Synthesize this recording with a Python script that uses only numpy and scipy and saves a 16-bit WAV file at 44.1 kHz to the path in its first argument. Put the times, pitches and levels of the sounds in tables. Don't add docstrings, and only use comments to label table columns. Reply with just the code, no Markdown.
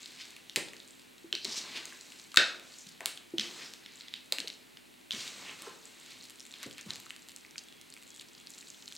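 import sys
import numpy as np
from scipy import signal
from scipy.fft import rfft, irfft
from scipy.io import wavfile

SR = 44100
rng = np.random.default_rng(int(sys.argv[2]) if len(sys.argv) > 2 else 0)


def file_out(sig):
    cols = np.atleast_2d(sig).T
    lim = np.clip(cols, -1, 1)
    pcm = np.round(lim * 32767).astype(np.int16)
    wavfile.write(sys.argv[1], SR, pcm)


N = 395577
TIME = np.arange(N) / SR
CUTOFF_HZ = 15900
EDGES = 28 * 2 ** (np.arange(24) * .4)
CENTRES = np.sqrt(EDGES[1:] * EDGES[:-1])
BANK = [signal.butter(2, band, "band", fs=SR, output="sos") for band in zip(EDGES, EDGES[1:])]

# start in seconds, level in dB.
BURST = [(2.3716, -8), (2.373, 0.5)]
# frequency in Hz, spectral level in dB.
SNAP = [(150, -11), (500, -9), (1100, -0.5), (1700, 4), (2500, 8.5), (4000, 12.5), (5500, 2.5), (7500, 9),
        (10000, 0.5), (16000, -8)]
# time in seconds, tension in dB.
STRETCH = [(0, 0), (0.6, -0.5), (0.85, -6), (1.25, -10), (2, 2), (2.85, 0.5), (3.3, -12), (4, 0),
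           (4.6, -4.5), (5.05, -19), (6, -3), (6.7, 5.5), (7.6, -2.5), (8.3, 1.5), (8.9, 5)]


def from_db(db):
    return 10 ** (np.asarray(db) / 20)


def rms_one(x):
    return x / np.sqrt(np.mean(x ** 2) + 1e-20)


def at_hz(points, hz):
    f, value = np.transpose(points)
    return np.interp(np.log(hz), np.log(f), value)


def dying(t, t60):
    return from_db(-60 * t / max(t60, 1e-4))


def add(track, s, sound):
    i = round(s * SR)
    track[i:i + len(sound)] += sound[:N - i]


def coloured(x, spectrum):
    size = 4096
    hz = np.maximum(np.fft.rfftfreq(size, 1 / SR), 1)
    cepstrum = irfft(np.log(from_db(at_hz(spectrum, hz))))
    fold = np.r_[1, np.full(size // 2 - 1, 2), np.zeros(size // 2)]
    response = irfft(np.exp(rfft(cepstrum * fold)))[:size // 2]
    return signal.oaconvolve(x, response)[:len(x)]


def cavity(t, hz, t60, rise_cycles, glide):
    swell = (1 - np.exp(-t * hz / rise_cycles)) * dying(t, t60)
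    pitch = hz * (1 + glide * np.minimum(t / t60, 1))
    return swell / swell.max() * np.sin(2 * np.pi * np.cumsum(pitch) / SR)


def pops(ring_db=-5.0, partner_db=-9.5, snap_db=14.5, snap_t60=0.0022, flap_db=-13.5, flap_t60=0.011,
         flap_span=1.575, glide=0.048, glide_spread=0.52, low_cut_hz=1600, lag_s=0.000008):
    # start in seconds, level in dB before the trims of ring, snap and flap,
    # cavity pitch in Hz, snap of the tearing skin in dB re that level before its trim.
    pockets = [(0.059, -26, 4280, -27), (0.2013, -35, 2450, -34.5), (0.4967, -27.5, 3620, -18.5),
               (0.56, -10, 2770, -9.5), (0.5646, -15, 3950, -15), (0.6856, -33, 3400, -16),
               (0.734, -32, 2040, -14), (1.3273, -10.5, 3340, -34), (1.352, -15.5, 4060, -42),
               (1.4466, -16.5, 4160, -22), (1.451, -14.5, 4130, -43), (1.855, -26, 6860, -14.5),
               (1.9245, -31, 1570, -32), (2.121, -35, 2560, -12), (2.3433, -25, 1280, -12),
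               (2.3602, -23.5, 4150, -6.5), (2.786, -32, 6460, -25), (2.8895, -34, 5000, -36),
               (3.0067, -25.5, 2100, -14.5), (3.0582, -22, 3870, 0), (3.058, -17, 13500, -30),
               (3.1745, -27, 3100, -19), (3.3829, -11.5, 3520, -43), (3.3964, -12.5, 3600, -40),
               (3.737, -35.5, 4250, -5.5), (3.8612, -26.5, 3400, -33), (4.009, -29, 3970, -42),
               (4.083, -29, 3430, -33), (4.139, -18.5, 3450, -32), (4.3235, -10, 3750, -15),
               (4.323, -20, 13400, -25), (4.3849, -19.5, 2730, -12.5), (4.4023, -17.5, 4200, -15),
               (4.4746, -19.5, 4050, -21), (4.4805, -21, 4160, -20), (4.5012, -24.5, 3740, -34),
               (4.7715, -29.5, 3370, -29), (5.1083, -16, 3200, -32), (5.1185, -18, 3400, -22),
               (5.125, -22, 4200, -24), (5.134, -22, 3300, -30), (5.1485, -23, 3700, -35),
               (5.2782, -25.5, 3840, -17), (5.6211, -27.5, 8450, -15), (6.298, -34, 6000, -9),
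               (6.397, -32, 5950, -28), (6.4046, -30, 5000, -28), (6.5393, -30, 3600, -35.5),
               (6.6302, -25.5, 7240, -15), (6.782, -40, 2360, -0.5), (6.8113, -29, 6040, -24),
               (6.9055, -18.5, 3980, -19), (6.958, -34, 4480, -5), (7.0006, -34.5, 13700, -10),
               (7.064, -36, 1250, -27), (7.106, -26.5, 2600, -14), (7.1633, -40, 6250, -2),
               (7.2867, -36, 8400, -5.5), (7.294, -32.5, 3850, -15), (7.3622, -25, 7250, -43),
               (7.449, -37, 2120, -21), (7.5577, -31, 2200, -23), (7.581, -19.5, 4550, -33),
               (7.8136, -34.5, 6860, -11), (7.939, -33.5, 7700, -12), (7.966, -37.5, 2410, -14),
               (8.212, -32.5, 7060, -21), (8.471, -27.5, 4050, -23.5), (8.5042, -29.5, 7400, -32),
               (8.8787, -25, 4440, -32), (8.924, -29.5, 3190, -13)]
    pop_cycles = 16.2
    t = np.arange(SR // 20) / SR
    rings, snaps, flaps, place = np.zeros((4, N))
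    for s, db, hz, tear_db in [*pockets, *stray_pops()]:
        t60 = pop_cycles / hz
        band = np.clip([hz / max(flap_span, 1.1), hz * flap_span], 200, [CUTOFF_HZ - 500, CUTOFF_HZ])
        rim_filter = signal.butter(3, band, "band", fs=SR, output="sos")
        flap = signal.sosfilt(rim_filter, rng.standard_normal(len(t)))
        fade = dying(t, flap_t60)
        flap = flap * fade * np.linalg.norm(fade) / np.linalg.norm(flap * fade)
        bend = glide + glide_spread * (2 * rng.random() - 1)
        ring = cavity(t, hz, t60, rise_cycles=0.85, glide=bend)
        for ratio in rng.uniform([.55, 1.2], [.85, 1.9]):
            partner = cavity(t, min(hz * ratio, CUTOFF_HZ), t60 * 0.8, rise_cycles=0.037, glide=bend)
            ring = ring + from_db(partner_db) * partner / ratio
        add(rings, s, from_db(db + ring_db) * ring)
        add(snaps, s, from_db(db + tear_db + snap_db) * rip(snap_t60))
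        add(flaps, s, from_db(db + flap_db) * flap)
        place[round(s * SR):][:len(t)] = lag_s * SR / 2 * rng.choice([-1, 1])
    rings = signal.sosfilt(signal.butter(2, low_cut_hz, "high", fs=SR, output="sos"), rings + 1e-18)
    tears = coloured(snaps, SNAP) + flaps
    return rings, tears, place * np.gradient(rings + tears)


def stray_pops():
    rate_per_s, stray_db, spread_db = 9, -39, -1
    level_follows = 0.41
    snap_db, low_hz, high_hz = -12, 2200, 8900
    moment, luck, pitch, size, snap = rng.random((400, 5)).T
    s = moment * TIME[-1]
    tension = np.interp(s, *np.transpose(STRETCH))
    happens = luck < rate_per_s * from_db(tension) * TIME[-1] / len(s)
    db = stray_db + level_follows * tension + spread_db * (2 * size - 1)
    hz = low_hz * (high_hz / low_hz) ** pitch
    return list(np.c_[s, db, hz, snap_db + 10 * (snap - .5)][happens])


def rip(t60):
    size = 384
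    burst = rfft(rng.standard_normal(size) * dying(np.arange(size) / SR, t60))
    return irfft(burst / np.abs(burst))


def blister(crack_db=-0.5, crack_t60=0.0066, top_hz=8500):
    # frequency in Hz, level in dB re the burst, decay time t60 in seconds.
    cavity_modes = [(1614, -21, 0.016), (1860, -11.5, 0.018), (2585, -10, 0.016), (3200, -14, 0.0092),
                    (3850, 2, 0.0056), (4500, -10, 0.0049), (5310, -16.5, 0.0021), (8000, -30, 0.0046)]
    t, out = np.arange(SR // 10) / SR, np.zeros(N)
    for s, db in BURST:
        modes = sum(from_db(level) * dying(t, t60) * np.sin(2 * np.pi * hz * t)
                    for hz, level, t60 in cavity_modes)
        crack = np.zeros(len(t))
        add(crack, 0, from_db(crack_db) * rip(crack_t60))
        add(out, s, from_db(db) * (modes + coloured(crack, SNAP)))
    out = signal.sosfilt(signal.butter(2, min(top_hz, CUTOFF_HZ), fs=SR, output="sos"), out + 1e-18)
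    return signal.sosfilt(signal.butter(6, 1300, "high", fs=SR, output="sos"), out)


def thump(db=-27.0, t60=0.0092):
    out = np.zeros(N)
    add(out, BURST[-1][0], from_db(db) * dying(np.arange(SR // 20) / SR, t60))
    return out


def kneading():
    # start in seconds, hold in seconds, then levels in dB, before
    presses = [(0.0, 0.3, -71, -53.5, -59), (1.44, 0.36, -57.5, -45.5, -52), (1.87, 0.33, -70.5, -58, -57),
               (2.62, 0.094, -70.5, -56, -58), (3.41, 0.23, -58.5, -47.5, -50),
               (3.82, 0.24, -75, -55.5, -74), (5.12, 0.16, -59, -43.5, -45.5),
               (5.35, 0.17, -57.5, -49.5, -51.5), (5.58, 0.1, -61, -51.5, -53.5),
               (5.82, 0.38, -71, -57.5, -61), (6.53, 0.1, -67.5, -54, -69), (6.85, 0.14, -63.5, -57, -59),
               (8.49, 0.47, -90, -74, -58)]
    attack_s, release_s = 0.011, 0.095
    held_db = np.c_[[-74, -60, -65.5]]
    held_follows = 0.23
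    tension = np.interp(TIME, *np.transpose(STRETCH))
    power = from_db(held_db + held_follows * tension) ** 2
    for s, hold, *levels_db in presses:
        t = np.maximum(TIME - s, 0)
        effort = np.minimum(t / attack_s, 1) * np.exp(-np.maximum(t - hold, 0) / release_s)
        power = power + np.outer(from_db(levels_db), effort) ** 2
    return wet_skin(*np.sqrt(power))


def wet_skin(squelch, fizz, sizzle, squelch_db=1.0, fizz_db=-3.5, sizzle_db=-4.5):
    # frequency in Hz, spectral level in dB.
    large = [(100, -13), (200, -3.5), (400, -2), (700, -7.5), (1200, -5), (1800, -14), (3000, -29)]
    small = [(900, -36.5), (1500, -10), (2200, -3.5), (3200, -5), (4100, -0.5), (5000, -8), (7000, -29.5)]
    finest = [(3500, -18), (5000, 0), (6300, 4), (8000, 1.5), (10000, -11), (13000, -15.5), (16000, -12)]
    return (squelch * from_db(squelch_db) * bubbles(large, per_s=4000, spread_db=2.0, cycles=8.6)
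            + fizz * from_db(fizz_db) * bubbles(small, per_s=12000, spread_db=2.5, cycles=9.1)
            + sizzle * from_db(sizzle_db) * bubbles(finest, per_s=9100, spread_db=1.5, cycles=7.0))


def bubbles(spectrum, per_s, spread_db, cycles):
    count = 24
    clicks = random_clicks(N, per_s, spread_db)
    dealt, out = rng.integers(0, count, N), np.zeros(N)
    for k, hz in enumerate(np.geomspace(spectrum[0][0], min(spectrum[-1][0], CUTOFF_HZ), count)):
        r = dying(1 / SR, cycles / hz)
        poles = [1, -2 * r * np.cos(2 * np.pi * hz / SR), r * r]
        out += hz * signal.lfilter([1, 0, -1], poles, clicks * (dealt == k) + 1e-18)
    return rms_one(coloured(out, spectrum))


def random_clicks(size, per_s, spread_db):
    sizes = from_db(spread_db * np.minimum(rng.exponential(1, size), 5)) * rng.choice([-1, 1], size)
    return sizes * (rng.random(size) < per_s / SR)


def spurts(per_s=7000, spread_db=4.0):
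    # time of the top in seconds, rms level in dB before the
    # envelope, centre in Hz, width in octaves, time constant of swell and fade in seconds.
    squeezes = [(0.213, -41.5, 3350, 1.2, 0.014), (1.432, -44.5, 4350, 0.34, 0.014),
                (1.52, -41, 4800, 0.85, 0.041), (1.576, -34, 4800, 0.97, 0.025),
                (1.772, -38.5, 3040, 1.3, 0.025), (2.81, -52, 6300, 0.49, 0.04),
                (3.412, -36, 3380, 1.2, 0.013), (3.45, -43.5, 3400, 1.3, 0.025),
                (3.626, -48, 2290, 1.3, 0.03), (3.656, -50.5, 5200, 0.27, 0.045),
                (4.165, -49, 3540, 0.64, 0.031), (5.21, -41.5, 4100, 1.25, 0.035),
                (5.49, -45.5, 2530, 0.83, 0.039), (6.119, -52, 3200, 1.6, 0.048),
                (6.555, -53, 3440, 1.3, 0.016), (6.636, -42, 2400, 2.2, 0.014),
                (6.795, -46.5, 2450, 1.6, 0.013), (6.902, -47, 2200, 2.8, 0.016),
                (7.588, -39, 5200, 0.69, 0.0043)]
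    out = np.zeros(N)
    for s, db, hz, octaves, swell in squeezes:
        lead = min(5 * swell, s)
        t = np.arange(-lead, 6 * swell, 1 / SR)
        band = np.clip(hz * 2 ** (np.array([-.5, .5]) * octaves), 100, CUTOFF_HZ)
        gap_filter = signal.butter(2, band, "band", fs=SR, output="sos")
        hiss = signal.sosfilt(gap_filter, random_clicks(len(t), per_s, spread_db))
        add(out, s - lead, from_db(db) * rms_one(hiss) * np.exp(-np.abs(t) / swell))
    return out


def plops(slap_rise_s=0.0014, low_cut_hz=80):
    # start in seconds, ring level in dB, pitch in Hz, level of the dull slap in dB.
    folds = [(0.568, -38.5, 335, -36), (1.243, -42, 338, -65), (1.334, -43, 355, -48.5),
             (1.449, -42.5, 392, -52), (1.476, -44, 236, -54), (1.755, -48.5, 350, -53.5),
             (2.374, -38, 347, -38), (2.395, -40, 600, -35.5), (2.862, -53, 186, -65),
             (3.005, -61, 620, -44), (3.06, -57, 395, -52), (3.337, -30, 336, -49),
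             (3.387, -41, 215, -47.5), (4.323, -36, 562, -46.5), (4.385, -52, 290, -48),
             (4.443, -43.5, 452, -55), (5.135, -45.5, 210, -49.5), (5.172, -55, 169, -58),
             (5.63, -55, 1093, -52), (5.665, -44, 1034, -48), (5.673, -38, 430, -52),
             (6.66, -41.5, 288, -44.5), (6.663, -57, 120, -53), (6.86, -45, 198, -47),
             (6.874, -54, 115, -54)]
    # multiple of the plop's pitch, spectral level in dB.
    slap_colour = [(.15, -36), (.3, -13), (.5, -1), (1.001, 5.5), (1.8, 0), (3, -12), (6, -28.5)]
    plop_cycles, slap_t60 = 16.2, 0.18
    t, out = np.arange(SR // 3) / SR, np.zeros(N)
    for s, db, hz, slap_db in folds:
        spectrum = [(hz * k, level) for k, level in slap_colour]
        slap = rms_one(coloured(rng.standard_normal(len(t)), spectrum))
        slap = slap * dying(t, slap_t60) * (1 - np.exp(-t / slap_rise_s))
        note = cavity(t, hz, plop_cycles / hz, rise_cycles=0.86, glide=.03)
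        add(out, s, from_db(db) * note + from_db(slap_db) * slap)
    return signal.sosfilt(signal.butter(4, low_cut_hz, "high", fs=SR, output="sos"), out + 1e-18)


def crackle(db=-62.5, per_s=50, clump_db=10.5, clump_rate=22):
    # frequency in Hz, spectral level in dB.
    tick = [(1300, -7), (2200, -6), (4000, 7), (5500, 0.5), (7500, 5), (12000, -19.5)]
    tension = np.interp(TIME, *np.transpose(STRETCH))
    chance = np.clip(rng.standard_normal(N // 100), -2, 2)
    clumps = from_db(clump_db * np.interp(TIME * clump_rate, np.arange(len(chance)), chance))
    tick_rate = per_s * clumps * from_db(tension)
    return from_db(db + tension / 2) * bubbles(tick, per_s=tick_rate, spread_db=3.0, cycles=10.0)


def stereo_bands(size, width):
    white = rng.standard_normal((2, 2, size))
    for k, (hz, sos) in enumerate(zip(CENTRES, BANK)):
        mid, side = signal.sosfilt(sos, white[k % 2])
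        yield hz, mid + from_db(at_hz(width, hz)) * side * np.array([[1], [-1]])


def room(x, build_s=0.0046, wall_db=-22.5, wall_lag_s=0.0153):
    # frequency in Hz, t60 in seconds.
    decay = [(100, .5), (400, 0.9), (1500, 0.4), (4000, 0.39), (8000, 0.37), (15000, 0.2)]
    # frequency in Hz, level in dB re direct, before the distance level.
    strength = [(100, -3.5), (400, -8.5), (1000, -2), (1500, -1.5), (2500, -3), (4000, -6), (8000, -4.5),
                (15000, -10)]
    # frequency in Hz, side against mid in dB.
    tail_width = [(60, -14), (125, 3.5), (250, -4), (500, -10.5), (1000, -7.5), (2000, -9), (4000, -21.5),
                  (8000, -37), (15000, -37)]
    # time in seconds, level in dB sent to the wall echo and tail.
    distance = [(0, 1), (2.3, 1), (4.3, -1.5), (5.7, 1), (6.4, -1.5), (7.2, -2.5), (8.9, -8)]
    t, response = np.arange(SR * 3 // 4) / SR, 0
    for hz, noise in stereo_bands(len(t), tail_width):
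        tail = dying(t, at_hz(decay, hz)) * (1 - np.exp(-t / build_s))
        response = response + from_db(at_hz(strength, hz)) * noise * tail / np.sqrt(np.sum(tail ** 2))
    send = x * from_db(np.interp(TIME, *np.transpose(distance)))
    echo = np.zeros(N)
    add(echo, wall_lag_s, from_db(wall_db) * send)
    return x + echo + signal.oaconvolve(send[None], response, axes=1)[:, :N]


def background(air_db=-58.5, whine_hz=3340):
    # frequency in Hz, relative spectral level in dB.
    air_colour = [(18, -43), (30, -63), (90, -8.5), (239, 1.5), (355, 0.5), (449, -9), (937, -9),
                  (1160, -12), (2120, -6.5), (2480, -4.5), (4080, -11.5), (5040, -19), (7870, -12),
                  (14800, -18.5), (16000, -30)]
    # frequency in Hz, side against mid in dB.
    air_width = [(60, 5), (110, 3), (200, -0.5), (380, 5), (700, 6.5), (1290, 3), (2380, -4), (4400, -13),
                 (8120, -57), (15000, -32)]
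    # frequency in Hz, rms level in dB.
    hum_tones = [(50, -85), (100, -106.5), (250, -73.5)]
    # time of the top in seconds, rms level there in dB, half length in seconds (to 1/e).
    whine_swells = [(7.75, -66, 0.11), (8.132, -63, 0.034), (8.42, -70, 0.15)]
    air = rms_one(sum(from_db(at_hz(air_colour, hz)) * noise for hz, noise in stereo_bands(N, air_width)))
    whine = sum(from_db(db) * np.exp(-((TIME - s) / half) ** 2) for s, db, half in whine_swells)
    tones = [(hz, from_db(db)) for hz, db in hum_tones] + [(whine_hz, whine)]
    hum = sum(np.sqrt(2) * gain * np.sin(2 * np.pi * (hz * TIME + rng.random())) for hz, gain in tones)
    return from_db(air_db) * air + hum


def scene(pan_db=0.11, beamed=0.32, beamed_fizz=0.38):
    rings, tears, off_centre = pops()
    fizz = spurts() + kneading()
    slime = (1 - beamed) * rings + (1 - beamed_fizz) * fizz + tears + blister() + plops() + crackle()
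    direct = beamed * rings + beamed_fizz * fizz + thump() + off_centre * np.array([[1], [-1]])
    return (room(slime) + direct) * from_db([[pan_db], [-pan_db]]) + background()


def record(dry):
    low_pass = signal.ellip(10, .1, 80, CUTOFF_HZ, fs=SR, output="sos")
    return signal.sosfilt(low_pass, np.clip(dry, -1, 1))


dry = scene()
out = record(dry)
file_out(out)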